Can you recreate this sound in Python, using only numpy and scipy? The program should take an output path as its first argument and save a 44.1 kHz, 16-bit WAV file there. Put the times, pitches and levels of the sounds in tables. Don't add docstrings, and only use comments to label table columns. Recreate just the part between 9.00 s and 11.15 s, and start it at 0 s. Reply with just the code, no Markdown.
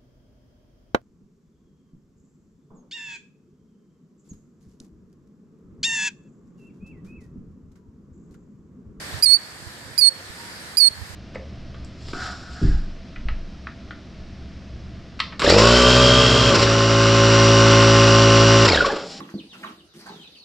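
import sys
import numpy as np
from scipy import signal
from scipy.fft import rfft, irfft, next_fast_len
from scipy.io import wavfile
from scipy.ndimage import uniform_filter1d, map_coordinates

SR = 44100
rng = np.random.default_rng(int(sys.argv[2]) if len(sys.argv) > 2 else 0)


def ratio(d):
    e = np.asarray(d, float) / 20
    return 10 ** e


def dump_mix(stems):
    frames = np.atleast_2d(stems).T
    limited = np.clip(frames, -1, 1)
    pcm = np.round(limited * 32767).astype(np.int16)
    wavfile.write(sys.argv[1], SR, pcm)


N = 94815

# time in seconds, pitch in Hz, level in dB, left minus right in dB.
FIRST_CALL = [
    (.224, 4790, -23, 1),
    (.234, 4927, -13, -11),
    (.247, 4813, -14.5, -11),
    (.254, 4770, -29.5, 3),
    (.261, 4380, -12, -21),
    (.274, 4283, -17.5, -27),
    (.346, 4462, -10, -39),
    (.357, 4596, -20, -15),
    (.366, 4505, -19, -14),
]
SECOND_CALL = [
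    (.978, 4760, -24.5, -13),
    (.99, 4920, -14, -8),
    (1.001, 4790, -21.5, -7),
    (1.007, 4700, -25.5, -21),
    (1.013, 4600, -18, -19),
    (1.02, 4446, -13.5, -16),
    (1.043, 4406, -13.5, -37),
    (1.062, 4300, -13, -33),
    (1.087, 4362, -12, -12),
]
THIRD_CALL = [
    (1.77, 4820, -21, -12),
    (1.785, 4900, -14, -10),
    (1.798, 4680, -24.5, -32),
    (1.804, 4564, -13.5, -16),
    (1.817, 4394, -13.5, -20),
    (1.84, 4393, -13, -17),
    (1.86, 4278, -13.5, -21),
    (1.881, 4363, -13, -10),
]


def unit(x):
    return x / np.sqrt(np.mean(x ** 2) + 1e-20)


def along(points, hz):
    f, v = np.transpose(points)
    return np.interp(np.log(hz + 1), np.log(f + 1), v)


def curves(rows):
    s, *cols = np.transpose(rows)
    t = np.arange(N) / SR
    return [uniform_filter1d(np.interp(t, s, c), size=151) for c in cols]


def gate(rows):
    open_s, release_s = .0012, .012
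    t = np.arange(N) / SR
    opening = np.clip((t - rows[0][0]) / open_s, 0, 1)
    closing = np.clip(1 - (t - rows[-1][0]) / release_s, 0, 1) ** 2.2
    return opening * closing


def wobble(rate):
    knots = rng.standard_normal(int(N * rate / SR) + 4)
    return map_coordinates(knots, [np.arange(N) * rate / SR])


def filtered(x, response):
    m = next_fast_len(N + 8192)
    return irfft(rfft(x, m) * response(np.fft.rfftfreq(m, 1 / SR)), m)[..., :N]


def rush(spectrum, patchy_db):
    # frequency in Hz, left-right likeness from 0 to 1.
    alike = [(60, 0.62), (250, 0.91), (640, 0.8), (1400, 0.13), (3000, 0.04), (8000, .05)]
    # frequency in Hz, left minus right in dB.
    lean = [(60, -6), (200, -2.5), (640, -3), (1400, 2.5), (4000, -0.5), (8000, -7.5), (10200, -8),
            (11000, -39)]
    left_lead_s = .00014

    z = signal.stft(rng.standard_normal((2, N)), nperseg=512)[2]
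    patches = uniform_filter1d(rng.standard_normal(z.shape[1:]), size=6, axis=0)
    patches = uniform_filter1d(patches, size=14, axis=1)
    pair = signal.istft(z * ratio(patchy_db * unit(patches)), nperseg=512)[1][:, :N]

    def shared_and_different(hz):
        turn = np.arccos(np.clip(along(alike, hz), -1, 1)) / 2
        return ratio(along(spectrum, hz)) * [np.cos(turn), np.sin(turn)]

    def leaning(hz):
        gain = ratio(np.minimum(0, np.outer([1, -1], along(lean, hz))))
        return gain * np.exp(np.outer([1j, -1j], np.pi * hz * left_lead_s))

    mid, side = filtered(pair, shared_and_different)
    return unit(filtered(np.array([mid + side, mid - side]), leaning))


def air():
    # time in seconds, background level in dB.
    swell = [
        (0.0, -44),
        (0.02, -41.5),
        (0.2, -42.5),
        (0.22, -47.5),
        (1.09, -48.5),
        (1.41, -45.5),
        (1.75, -46),
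        (1.77, -48),
        (2.04, -47),
        (2.15, -48.5),
    ]
    # frequency in Hz, strength in dB per Hz.
    rumble_spectrum = [(21, -20), (35, -22), (70, 0), (183, -3.5), (430, -8.5), (941, -9.5), (1190, -9),
                       (1780, -3.5), (2700, -16), (3510, -19.5), (5940, -120)]
    hiss_spectrum = [(1500, -34), (2500, -11.5), (4700, 0.54), (6100, -8), (8100, -4), (10500, -10.5),
                     (14400, -14.5), (15000, -58)]

    level_db, = curves(swell)
    rumble = ratio(5 + 0.23 * wobble(7.33)) * rush(rumble_spectrum, patchy_db=0.74)
    hiss = ratio(2.5 + 0.17 * wobble(5.7)) * rush(hiss_spectrum, patchy_db=1.2)
    return ratio(level_db) * (rumble + hiss)


def gusts():
    # middle of the gust in seconds, length in seconds, level in dB.
    puffs = [(0.08, 0.097, -60), (0.15, 0.045, -29), (0.183, .025, -41), (0.28, 0.055, -34.5),
             (0.621, 0.028, -36.5), (0.672, 0.046, -36.5), (0.873, 0.05, -39.5), (0.913, .03, -41),
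             (1.303, 0.0067, -32.5), (1.912, 0.023, -38), (2.009, 0.091, -31), (2.108, .025, -29),
             (2.14, 0.015, -32.5)]
    # frequency in Hz, strength in dB per Hz.
    buffet_spectrum = [(25, -45), (50, -10), (85, 0.7), (140, -11.5), (260, -25.5), (500, -52.5)]
    left_db = -21

    t = np.arange(N) / SR
    swell = sum(ratio(db) * np.exp(-((t - s) / (0.42 * length)) ** 2) for s, length, db in puffs)
    noise = unit(filtered(rng.standard_normal((2, N)), lambda hz: ratio(along(buffet_spectrum, hz))))
    return ratio([[left_db], [0]]) * swell * noise


def breath_noise():
    # frequency in Hz, strength in dB per Hz.
    breath_spectrum = [(4500, -60), (5200, -2), (9500, 0), (12000, -6), (15000, -9)]
    noise = filtered(rng.standard_normal((2, N)), lambda hz: ratio(along(breath_spectrum, hz)))
    return ratio([[-18], [0]]) * noise


def call(rows):
    # multiple of the whistle, dB in the head, dB in the body, dB per 100 Hz of body pitch.
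    partials = [
        (.5, -23, -37.5, 4),
        (1.5, -20.5, -44, 9.5),
        (2, -9, -8.5, -6),
        (2.5, -17.5, -36.5, 3),
        (3, -25.5, -36, 2),
    ]
    # multiple of the whistle, level in dB.
    doubled = [
        (1.25, -26),
        (1.75, -21),
        (2.25, -24),
        (2.75, -40),
    ]
    # frequency in Hz, left minus right in dB.
    shadow = [(2200, -4), (6200, -4), (7300, -12), (8700, -22), (10000, -15), (13500, -17)]
    body_hz, head_hz = 4300, 4634
    doubling_hz, doubling_span_hz = 4672, 108
    break_hz, break_span_hz = 4603, 130.5
    chirp_hz, chirp_s = 700, .0013
    pop_db, pop_s = 6, .0012
    waver_hz, break_jitter_hz = 5, 110
    shimmer_db, break_shimmer_db = .15, 1.8
    breath_db, click_db, right_db = -30, -29, 5
    left_late_s = .001066

    hz, level_db, pan_db = curves(rows)
    since = np.maximum(np.arange(N) / SR - rows[0][0], 0)

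    head = np.maximum(np.clip((hz - head_hz) / 150 + .5, 0, 1) * (since < .06), since < .01)
    doubling = np.clip((hz - doubling_hz) / doubling_span_hz, 0, 1) * np.clip(since / 0.0088, 0, 1)
    broken = np.exp(-((hz - break_hz) / break_span_hz) ** 2) * (since < .06)

    chirp = chirp_hz * np.exp(-since / chirp_s)
    hz = hz - chirp + (waver_hz + break_jitter_hz * broken) * wobble(400)
    phase = 2 * np.pi * np.cumsum(hz) / SR

    def rough(k):
        return k * (shimmer_db + break_shimmer_db * broken) * wobble(300)

    def sides(left_db):
        return ratio(np.array([left_db, 0 * left_db]))

    voice = sides(pan_db) * ratio(rough(0.86)) * np.sin(phase)
    weak_db = 0.82 * np.minimum(level_db + 20.5, 0)
    for k, head_db, bottom_db, slope_db in partials:
        low_db = bottom_db + slope_db * np.clip(hz - body_hz, 0, 130) / 100
        db = head * head_db + (1 - head) * low_db
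        gain = ratio(db + weak_db + rough(k) + 0.9 * k * wobble(50))
        voice += sides(along(shadow, k * hz)) * gain * np.sin(k * phase)
    for k, db in doubled:
        gain = ratio(db + 1.5 * wobble(150)) * doubling
        voice += sides(along(shadow, k * hz)) * gain * np.sin(k * phase)

    breath = ratio(breath_db) * (.02 + head + 2.2 * broken) * breath_noise()
    click = ratio(click_db - 60 * since / 0.0089) * (since > 0) * breath_noise()
    burst_db = pop_db * np.exp(-((since - pop_s) / pop_s) ** 2) * [[0], [1]]
    sung = np.sqrt(2) * ratio(level_db + burst_db) * gate(rows) * (voice + breath)
    both = ratio(right_db) * (sung + click)
    return filtered(both, lambda f: np.exp(-2j * np.pi * np.outer([left_late_s, 0], f)))


def echoes(x):
    near_db, near_t60_s = [-25, -28], .09
    tail_db, tail_t60_s = [-31, -27], .47
    t = np.arange(SR // 2) / SR
    near = rng.standard_normal((2, len(t))) * ratio(-60 * t / near_t60_s) * (t > .002)
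    tail = rng.standard_normal((2, len(t))) * ratio(-60 * t / tail_t60_s) * (t > .01)

    def scaled(h, db):
        return ratio(db)[:, None] * h / np.linalg.norm(h, axis=1, keepdims=True)

    return signal.fftconvolve(x[None], scaled(near, near_db) + scaled(tail, tail_db), axes=1)[:, :N]


def bird():
    # frequency in Hz, echo strength in dB.
    echo_colour = [(2000, 2), (5000, 0), (9000, -5), (14000, -16)]
    total = np.zeros((2, N))
    for rows in (FIRST_CALL, SECOND_CALL, THIRD_CALL):
        direct = call(rows)
        dull = filtered(direct[1], lambda hz: ratio(along(echo_colour, hz)))
        total += direct + echoes(dull)
    return total


def ducking():
    duck_db, back_s = -2.5, .03
    t = np.arange(N) / SR
    depth = np.zeros(N)
    for rows in (FIRST_CALL, SECOND_CALL, THIRD_CALL):
        depth += (t > rows[0][0]) * np.exp(-np.maximum(t - rows[-1][0], 0) / back_s)
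    return ratio(duck_db * uniform_filter1d(depth, size=300))


def hoot(rows):
    hz, level_db = curves(rows)
    tone = np.sin(2 * np.pi * np.cumsum(hz + 6 * wobble(59.2)) / SR)
    return np.sqrt(2) * ratio(level_db + 1.9 * wobble(49)) * gate(rows) * tone


def far_bird():
    # time in seconds, pitch in Hz, level in dB.
    low_note = [
        (1.09, 544, -49),
        (1.184, 517, -60),
        (1.2, 527, -54),
    ]
    high_note = [
        (1.38, 925, -55),
        (1.41, 930, -50),
        (1.48, 955, -53),
        (1.5, 960, -56),
    ]
    return hoot(low_note) + ratio([[-3], [3]]) * hoot(high_note)


def scene():
    return bird() + ducking() * (air() + gusts() + far_bird())


def band_limit(x):
    return signal.sosfilt(signal.butter(12, 15900, fs=SR, output="sos"), x)


def record(dry):
    top_hz, slope_hz = 14650, 400
    rolled = filtered(dry, lambda hz: ratio(-12 * np.maximum(hz - top_hz, 0) / slope_hz))
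    return band_limit(rolled)


dry = scene()
out = record(dry)
dump_mix(out)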